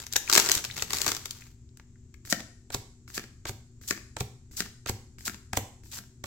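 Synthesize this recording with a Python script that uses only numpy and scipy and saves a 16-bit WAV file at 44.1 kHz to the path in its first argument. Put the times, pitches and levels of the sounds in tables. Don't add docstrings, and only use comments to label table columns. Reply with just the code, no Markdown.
import sys
import numpy as np
from scipy import signal
from scipy.fft import rfft, irfft, next_fast_len
from scipy.io import wavfile

SR = 44100
rng = np.random.default_rng(int(sys.argv[2]) if len(sys.argv) > 2 else 0)


def pcm_store(signal):
    levels = np.round(np.clip(np.atleast_2d(signal), -1, 1) * 32767)
    wavfile.write(sys.argv[1], SR, levels.astype(np.int16).T)


N = 276066

# t/s, level/dB
CRINKLING = [(0, -37), (.09, -60), (.15, -40), (.2, -61), (.28, -41), (.38, -19), (.43, -28), (.58, -28),
             (.62, -50), (.73, -46), (.78, -33.5), (.87, -52), (.94, -29), (1.03, -35), (1.09, -27.5),
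             (1.16, -47), (1.46, -53), (1.55, -71)]


def from_db(db):
    return 10 ** (np.asarray(db) / 20)


def rms_one(x):
    return x / np.sqrt(np.mean(x ** 2) + 1e-20)


def at_hz(points, hz):
    points = np.array(points)
    return np.interp(np.log(np.maximum(hz, 1)), np.log(np.maximum(points[:, 0], 1)), points[:, 1])


def band(x, low, high):
    return signal.sosfilt(signal.butter(2, [low, high], "band", fs=SR, output="sos"), x)


def add(out, s, x):
    i = max(round(s * SR), 0)
    out[:, i:i + x.shape[1]] += x[:, :max(N - i, 0)]


def colour(x, spectrum, size=4096):
    gains = from_db(at_hz(spectrum, np.arange(size // 2 + 1) * SR / size))
    cepstrum = irfft(np.log(gains))
    cepstrum[1:size // 2] *= 2
    cepstrum[size // 2 + 1:] = 0
    response = irfft(np.exp(rfft(cepstrum)))
    return signal.fftconvolve(x, response[None], axes=1)[:, :x.shape[1]]


def diffuse(n):
    # f/Hz, likeness from 0 to 1
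    likeness = [(350, .98), (800, .86), (1600, .5), (3000, .05), (15000, .02)]
    size = next_fast_len(n, True)
    mid, side = rfft(rng.standard_normal((2, size)))
    alike = np.clip(at_hz(likeness, np.arange(len(mid)) * SR / size), 0, 1)
    ears = np.sqrt(1 + alike) * mid + np.sqrt(1 - alike) * side * [[1], [-1]]
    return rms_one(irfft(ears, size)[:, :n])


def pan(x, left_db):
    return x * from_db(np.array([[left_db], [-left_db]]) / 2)


def rows_of(*columns):
    return np.column_stack(np.broadcast_arrays(*columns))


def hits(s, crack_db, body_db, bass_db):
    return rows_of(s, body_db + bass_db, body_db, crack_db)


def background():
    # f/Hz, level/dB
    hum_tones = [(119.5, -59), (240, -64), (378, -74)]
    # f/Hz, level/dB
    air_colour = [(25, -4.5), (80, 1.5), (130, -4), (180, -14.5), (300, -16.5), (400, -21), (520, -41.5),
                  (1500, -49.5), (2500, -57), (4500, -91.5)]
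    hiss_colour = [(2500, -7.5), (3500, -9), (5500, -3.5), (7600, 6), (8800, -17), (12000, -22),
                   (16000, -23.5)]
    t = np.arange(N) / SR
    hum = sum(from_db(db) * np.sqrt(2) * np.sin(2 * np.pi * (hz * t + rng.random()))
              for hz, db in hum_tones)
    air = from_db(-53.7) * rms_one(colour(diffuse(N), air_colour, size=16384))
    hiss = from_db(-70.8) * rms_one(colour(diffuse(N), hiss_colour))
    return pan(air + hum + hiss, left_db=2.6)


def grains(n, per_s, spread_db, ring_s):
    sizes = from_db(spread_db * np.minimum(rng.exponential(1, n), 3.5))
    clicks = sizes * (rng.random(n) < per_s / SR)
    power = signal.lfilter([1], [1, -np.exp(-2 / (ring_s * SR))], clicks ** 2 + 1e-12)
    return rms_one(diffuse(n) * np.sqrt(power))


def contacts(table, spectrum, ring_s, low_ring_s, scatter, attack_s, lead_s):
    # bottom/Hz, top/Hz
    ranges = [(170, 800), (800, 3200), (3200, 16000)]
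    size, before, contact_s = 2048, 160, .005
    out, t = np.zeros((2, N)), (np.arange(size) - before) / SR
    decays = [low_ring_s, np.sqrt(low_ring_s * ring_s), ring_s]
    for s, *levels_db in table:
        crack = np.zeros((2, size))
        lead = int(round(lead_s * SR * rng.uniform(.7, 1.3)))
        crack[0, before + max(-lead, 0)] = crack[1, before + max(lead, 0)] = rng.choice([-1, 1])
        flutter = diffuse(size)
        for (low, high), db, decay, sign in zip(ranges, levels_db, decays, [1, -1, 1]):
            swell = np.where(t < 0, .5 * np.exp(-abs(t) / attack_s), np.exp(-abs(t) / decay))
            ringing = scatter * flutter * swell * np.sqrt(2 / (decay * SR))
            part = band(colour(crack + ringing, spectrum, size=size), low, high)
            add(out, s + t[0], sign * from_db(db) * rms_one(part) * np.sqrt(contact_s * SR / size))
    return out


def creases(count=26):
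    s, db = np.transpose(CRINKLING)
    when = (np.arange(count) + rng.random(count)) * s[-1] / count
    crack_db = np.interp(when, s, db) + rng.uniform(-5, 1, count)
    body_db = crack_db - 4.5
    return rows_of(when, crack_db, body_db)


def wrapper():
    # t/s, crack/dB, body/dB
    big_creases = [(.0669, -36, -47), (.1263, -28.5, -52), (.1354, -28, -42), (.1594, -28, -24),
                   (.164, -14.5, -34), (.2987, -19, -32), (.3156, -25, -36), (.3276, -15.5, -25),
                   (.3347, -15, -33), (.345, -17.5, -42), (.3524, -14, -26), (.362, -18, -22),
                   (.3755, -15, -23), (.3787, -11, -20), (.3994, -15.5, -30), (.489, -22, -35),
                   (.4966, -22, -28), (.5168, -12, -36), (.5518, -19.5, -42), (.6417, -32, -37),
                   (.6495, -28.5, -35), (.8233, -23, -29), (.9063, -31, -34), (.9334, -22, -32),
                   (.9698, -27.5, -45), (.9853, -27, -45), (1.0171, -21, -34), (1.065, -22, -28),
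                   (1.0797, -22, -30), (1.1178, -24, -30), (1.1493, -31, -41), (1.1667, -31.5, -41),
                   (1.2571, -30.5, -41), (1.3092, -30, -52)]
    # f/Hz, level/dB
    foil_colour = [(230, -8.5), (320, -3), (395, 1), (520, -9.5), (850, -5), (1450, -1.5), (2100, -1.5),
                   (3000, -4), (4700, 0.5), (7600, 1.5), (9000, -10.5), (12500, -7), (16000, -9.5)]
    # t/s, level/dB, f/Hz
    bumps = [(.566, -28, 85.5), (1.077, -30, 123), (2.404, -35, 243)]
    # t/s, level/dB, f/Hz
    scuffs = [(.164, -21.5, 1590), (.2766, -29, 2300), (.2966, -17, 1280), (.6998, -27, 2000),
              (.711, -27.5, 3760), (.796, -26.5, 3060), (1.421, -37, 2200), (1.69, -56.5, 4520),
              (1.957, -56, 1780), (2.143, -46.5, 2032)]
    s, db = np.transpose(CRINKLING)
    t = np.arange(int(s[-1] * SR)) / SR
    when, crack_db, body_db = np.vstack([big_creases, creases()]).T
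    bass_db = -1 + .33 * (np.interp(when, s, db) - db.max())
    foil = from_db(-1.8) * contacts(hits(when, crack_db, body_db, bass_db), foil_colour, ring_s=.0018,
                                    low_ring_s=.0045, scatter=2.0, attack_s=.0015, lead_s=.00014)
    crinkle = rms_one(colour(grains(len(t), per_s=870, spread_db=3.5, ring_s=.0008), foil_colour))
    add(foil, 0, from_db(np.interp(t, s, db) - 3.5) * crinkle)
    return pan(foil, left_db=3.5) + thuds(bumps) + pops(scuffs, left_db=9.0)


def pops(scuffs, left_db):
    out, t = np.zeros((2, N)), np.arange(SR // 20) / SR
    scuff_s, width_ratio = .0025, 1.2
    for s, db, hz in scuffs:
        pop = band(diffuse(len(t)) * np.exp(-t / scuff_s), hz / width_ratio, hz * width_ratio)
        add(out, s, from_db(db) * pop / np.abs(pop).max())
    return pan(out, left_db)


def drag(start_s=.52, end_s=1.26, fade_s=.05):
    t = np.arange(N) / SR
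    moving = np.clip(np.minimum(t - start_s, end_s - t) / fade_s, 0, 1)
    rumble = band(grains(N, per_s=150, spread_db=3.0, ring_s=.008), 55, 150)
    return from_db(-52) * moving * rms_one(rumble)


def thuds(knocks):
    # multiple of its pitch, level/dB, time to fade by 60 dB/s
    tones = [(1.0, -2.5, 0.068), (2.05, -19.5, .1), (3.3, -15.5, .09)]
    out, t = np.zeros((2, N)), np.arange(SR // 4) / SR
    for s, db, hz in knocks:
        knock = sum(from_db(tone_db - 60 * t / fade_s) * np.sin(2 * np.pi * hz * ratio * t)
                    for ratio, tone_db, fade_s in tones)
        add(out, s, from_db(db) * np.array([knock, knock]))
    return pan(out, left_db=1.0)


def friction(n, per_s, spread_db, low_hz, high_hz):
    # f/Hz, level/dB
    slide_colour = [(600, -11), (1100, -12), (1650, -8), (3000, -5), (4800, 3), (7700, 5), (9000, -6.5),
                    (13000, -0.5), (16000, -3.5)]
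    slips = grains(n, per_s, spread_db, ring_s=.00077)
    return rms_one(band(colour(slips, slide_colour), low_hz, high_hz))


def slides(strokes, left_db):
    out, fade_s = np.zeros((2, N)), .008
    for start, end, rub_db, hiss_db in strokes:
        t = start - fade_s + np.arange(SR // 8) / SR
        tight = friction(len(t), per_s=900, spread_db=3.8, low_hz=1500, high_hz=4000)
        loose = friction(len(t), per_s=900, spread_db=3.8, low_hz=600, high_hz=2200)
        hiss = friction(len(t), per_s=2500, spread_db=2.5, low_hz=3300, high_hz=16000)
        moving = np.clip(np.minimum(t - start, end - t) / fade_s + .5, 0, 1)
        freed = np.clip((t - start) / (end - start), 0, 1)
        rub = np.sqrt(1 - freed) * tight + np.sqrt(freed) * loose
        rub *= from_db(rub_db - 4.15 + 4.1 * freed)
        add(out, t[0], moving * (rub + from_db(hiss_db) * hiss))
    return pan(from_db(-.92) * out, left_db)


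def stack():
    # t/s, crack/dB, body/dB
    touches = [(1.7725, -50.5, -60), (1.7981, -66, -50), (2.1417, -56, -59)]
    # grip/s, pull/s, snap/s, tick/s, grip/dB, easing forward/dB, swish hiss/dB,
    # swish rub/dB, snap crack/dB, snap body/dB, rebound/dB, tick/dB, pop/Hz
    flicks = [(2.2512, 2.298, 2.3261, 2.4047, -52, -49, -30, -43, -25, -20.5, -50, -43, 1774),
              (3.0783, 3.141, 3.1785, 3.2399, -52.5, -53.5, -37.5, -44.5, -35.5, -30, -39.5, -49.5, 1500),
              (3.8139, 3.877, 3.909, 3.9769, -58, -53.5, -33.5, -45, -24.5, -26, -38.5, -48, 1430),
              (4.5125, 4.568, 4.6048, 4.6611, -65, -54.5, -33.5, -43, -26, -27.5, -39, -48, 1650),
              (5.1846, 5.253, 5.2796, 5.3451, -53, -54, -31, -39.5, -33.5, -32, -39, -47, 1400),
              (5.836, 5.915, 5.9876, 6.038, -61, -58, -41, -44.5, -44, -43, -62, -63, 1700)]
    # f/Hz, level/dB
    snap_colour = [(180, 0), (380, -6), (520, -20), (850, -17.5), (1600, -4.5), (2200, -8.5), (3200, -12),
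                   (5200, -2.5), (7800, -1.5), (9000, -13.5), (16000, -12.5)]
    grip, pull, snap, tick, *levels, pop_hz = np.transpose(flicks)
    grip_db, easing_db, hiss_db, rub_db, crack_db, body_db, rebound_db, tick_db = levels
    force_db = body_db + 25
    rebound = snap + .0168
    soft_s, soft_db = np.vstack([
        rows_of(grip, grip_db),
        rows_of(grip + .0235, grip_db + 2),
        rows_of(rebound, rebound_db),
        rows_of(tick, tick_db + 2)]).T
    taps = np.vstack([touches, rows_of(snap, crack_db, body_db), rows_of(soft_s, soft_db - 5.5, soft_db)])
    strokes = np.vstack([
        rows_of(grip, pull, easing_db - 9, easing_db),
        rows_of(pull, snap + .004, rub_db, hiss_db),
        rows_of(tick - .013, tick, tick_db - 2, tick_db - 7)])
    rings = np.vstack([
        rows_of(snap, -23 + 1.5 * force_db, pop_hz),
        rows_of(snap, -38 + 2.9 * force_db, 630),
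        rows_of(grip, grip_db + 6, 1800)])
    knocks = np.vstack([
        rows_of(grip, -40, 95),
        rows_of(rebound, -39.5 + .2 * (rebound_db - rebound_db.max()), 205)])
    snaps = from_db(-1) * contacts(hits(*taps.T, bass_db=-4), snap_colour, ring_s=.0021,
                                   low_ring_s=.0021, scatter=.91, attack_s=.0012, lead_s=.0001)
    return pan(snaps, left_db=3) + slides(strokes, left_db=1.8) + pops(rings, left_db=7) + thuds(knocks)


def pile():
    # edge/s, slap/s, edge/dB, skid/dB, slap crack/dB, slap body/dB, thud/dB, thud/Hz
    landings = [(2.7037, 2.7457, -41, -43, -22.5, -31, -24, 118),
                (3.4548, 3.4938, -35, -39, -31, -39, -26, 114.6),
                (4.1675, 4.2071, -33, -48, -26, -32, -21, 124.3),
                (4.8613, 4.8959, -35.5, -38, -25, -32, -20.5, 108),
                (5.5325, 5.5729, -28.5, -48, -19.5, -26, -21.5, 108),
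                (6.2402, 6.28, -34.5, -44, -26, -31, -23, 110)]
    # f/Hz, level/dB
    pile_colour = [(180, 2.5), (380, 1.5), (520, -5.5), (720, -5), (1150, -8), (3000, -16.5), (5200, -15.5),
                   (7800, -12.5), (9000, -28.5), (16000, -28)]
    edge, slap, edge_db, skid_db, crack_db, body_db, thud_db, thud_hz = np.transpose(landings)
    taps = np.vstack([hits(edge, edge_db, edge_db, bass_db=-5),
                      hits(slap, crack_db - 3, body_db, bass_db=1)])
    thud = slap + .002
    knocks = np.vstack([
        rows_of(edge, edge_db + 1.5, 100),
        rows_of(thud, thud_db + 1, thud_hz),
        rows_of(thud + 2 / thud_hz, thud_db - 14, thud_hz)])
    strokes = np.vstack([
        rows_of(slap - .025, slap, skid_db + 1, skid_db),
        rows_of(slap - .003, slap + .003, crack_db - 11, crack_db - 2.5)])
    gaps = rows_of(edge, edge_db + 3, 1350)
    slaps = from_db(-3.5) * contacts(taps, pile_colour, ring_s=.0012, low_ring_s=.0071,
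                                     scatter=3.4, attack_s=.0012, lead_s=-.000072)
    return pan(slaps, left_db=-.6) + slides(strokes, left_db=-.8) + thuds(knocks) + pops(gaps, left_db=4)


def room(x):
    # f/Hz, time to fade by 60 dB/s, level/dB
    echo = [(130, .5, -5.5), (250, .45, -9), (655, 0.4, -5.5), (1500, .5, -13.5), (2800, 0.41, -8),
            (5000, .52, -11), (8000, 0.62, -12.5), (14900, 0.18, -5.5)]
    t, rows = np.arange(SR * 3 // 4) / SR, np.array(echo)
    edges_hz, early_s = np.geomspace(60, 17000, 13), .016
    response = np.zeros((2, len(t)))
    for low, high in zip(edges_hz, edges_hz[1:]):
        fade_s, db = (at_hz(rows[:, [0, k]], np.sqrt(low * high)) for k in (1, 2))
        tail = band(diffuse(len(t)), low, high) * from_db(db - 60 * t / fade_s)
        response += tail * np.sqrt(np.log(1e6) / (fade_s * SR))
    response += from_db(-9.5) * diffuse(len(t)) * np.exp(-t / early_s) * np.sqrt(2 / (early_s * SR))
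    response *= np.clip(t / .0031 - .5, 0, 1)
    return signal.fftconvolve(x, response, axes=1)[:, :N]


def scene():
    handling = wrapper() + stack() + pile() + drag()
    return handling + from_db(-.5) * room(handling) + background()


def record(dry):
    treble_cut = signal.ellip(10, .2, 70, 16100, fs=SR, output="sos")
    return signal.sosfilt(treble_cut, np.clip(dry, -1, 1))


dry = scene()
out = record(dry)
pcm_store(out)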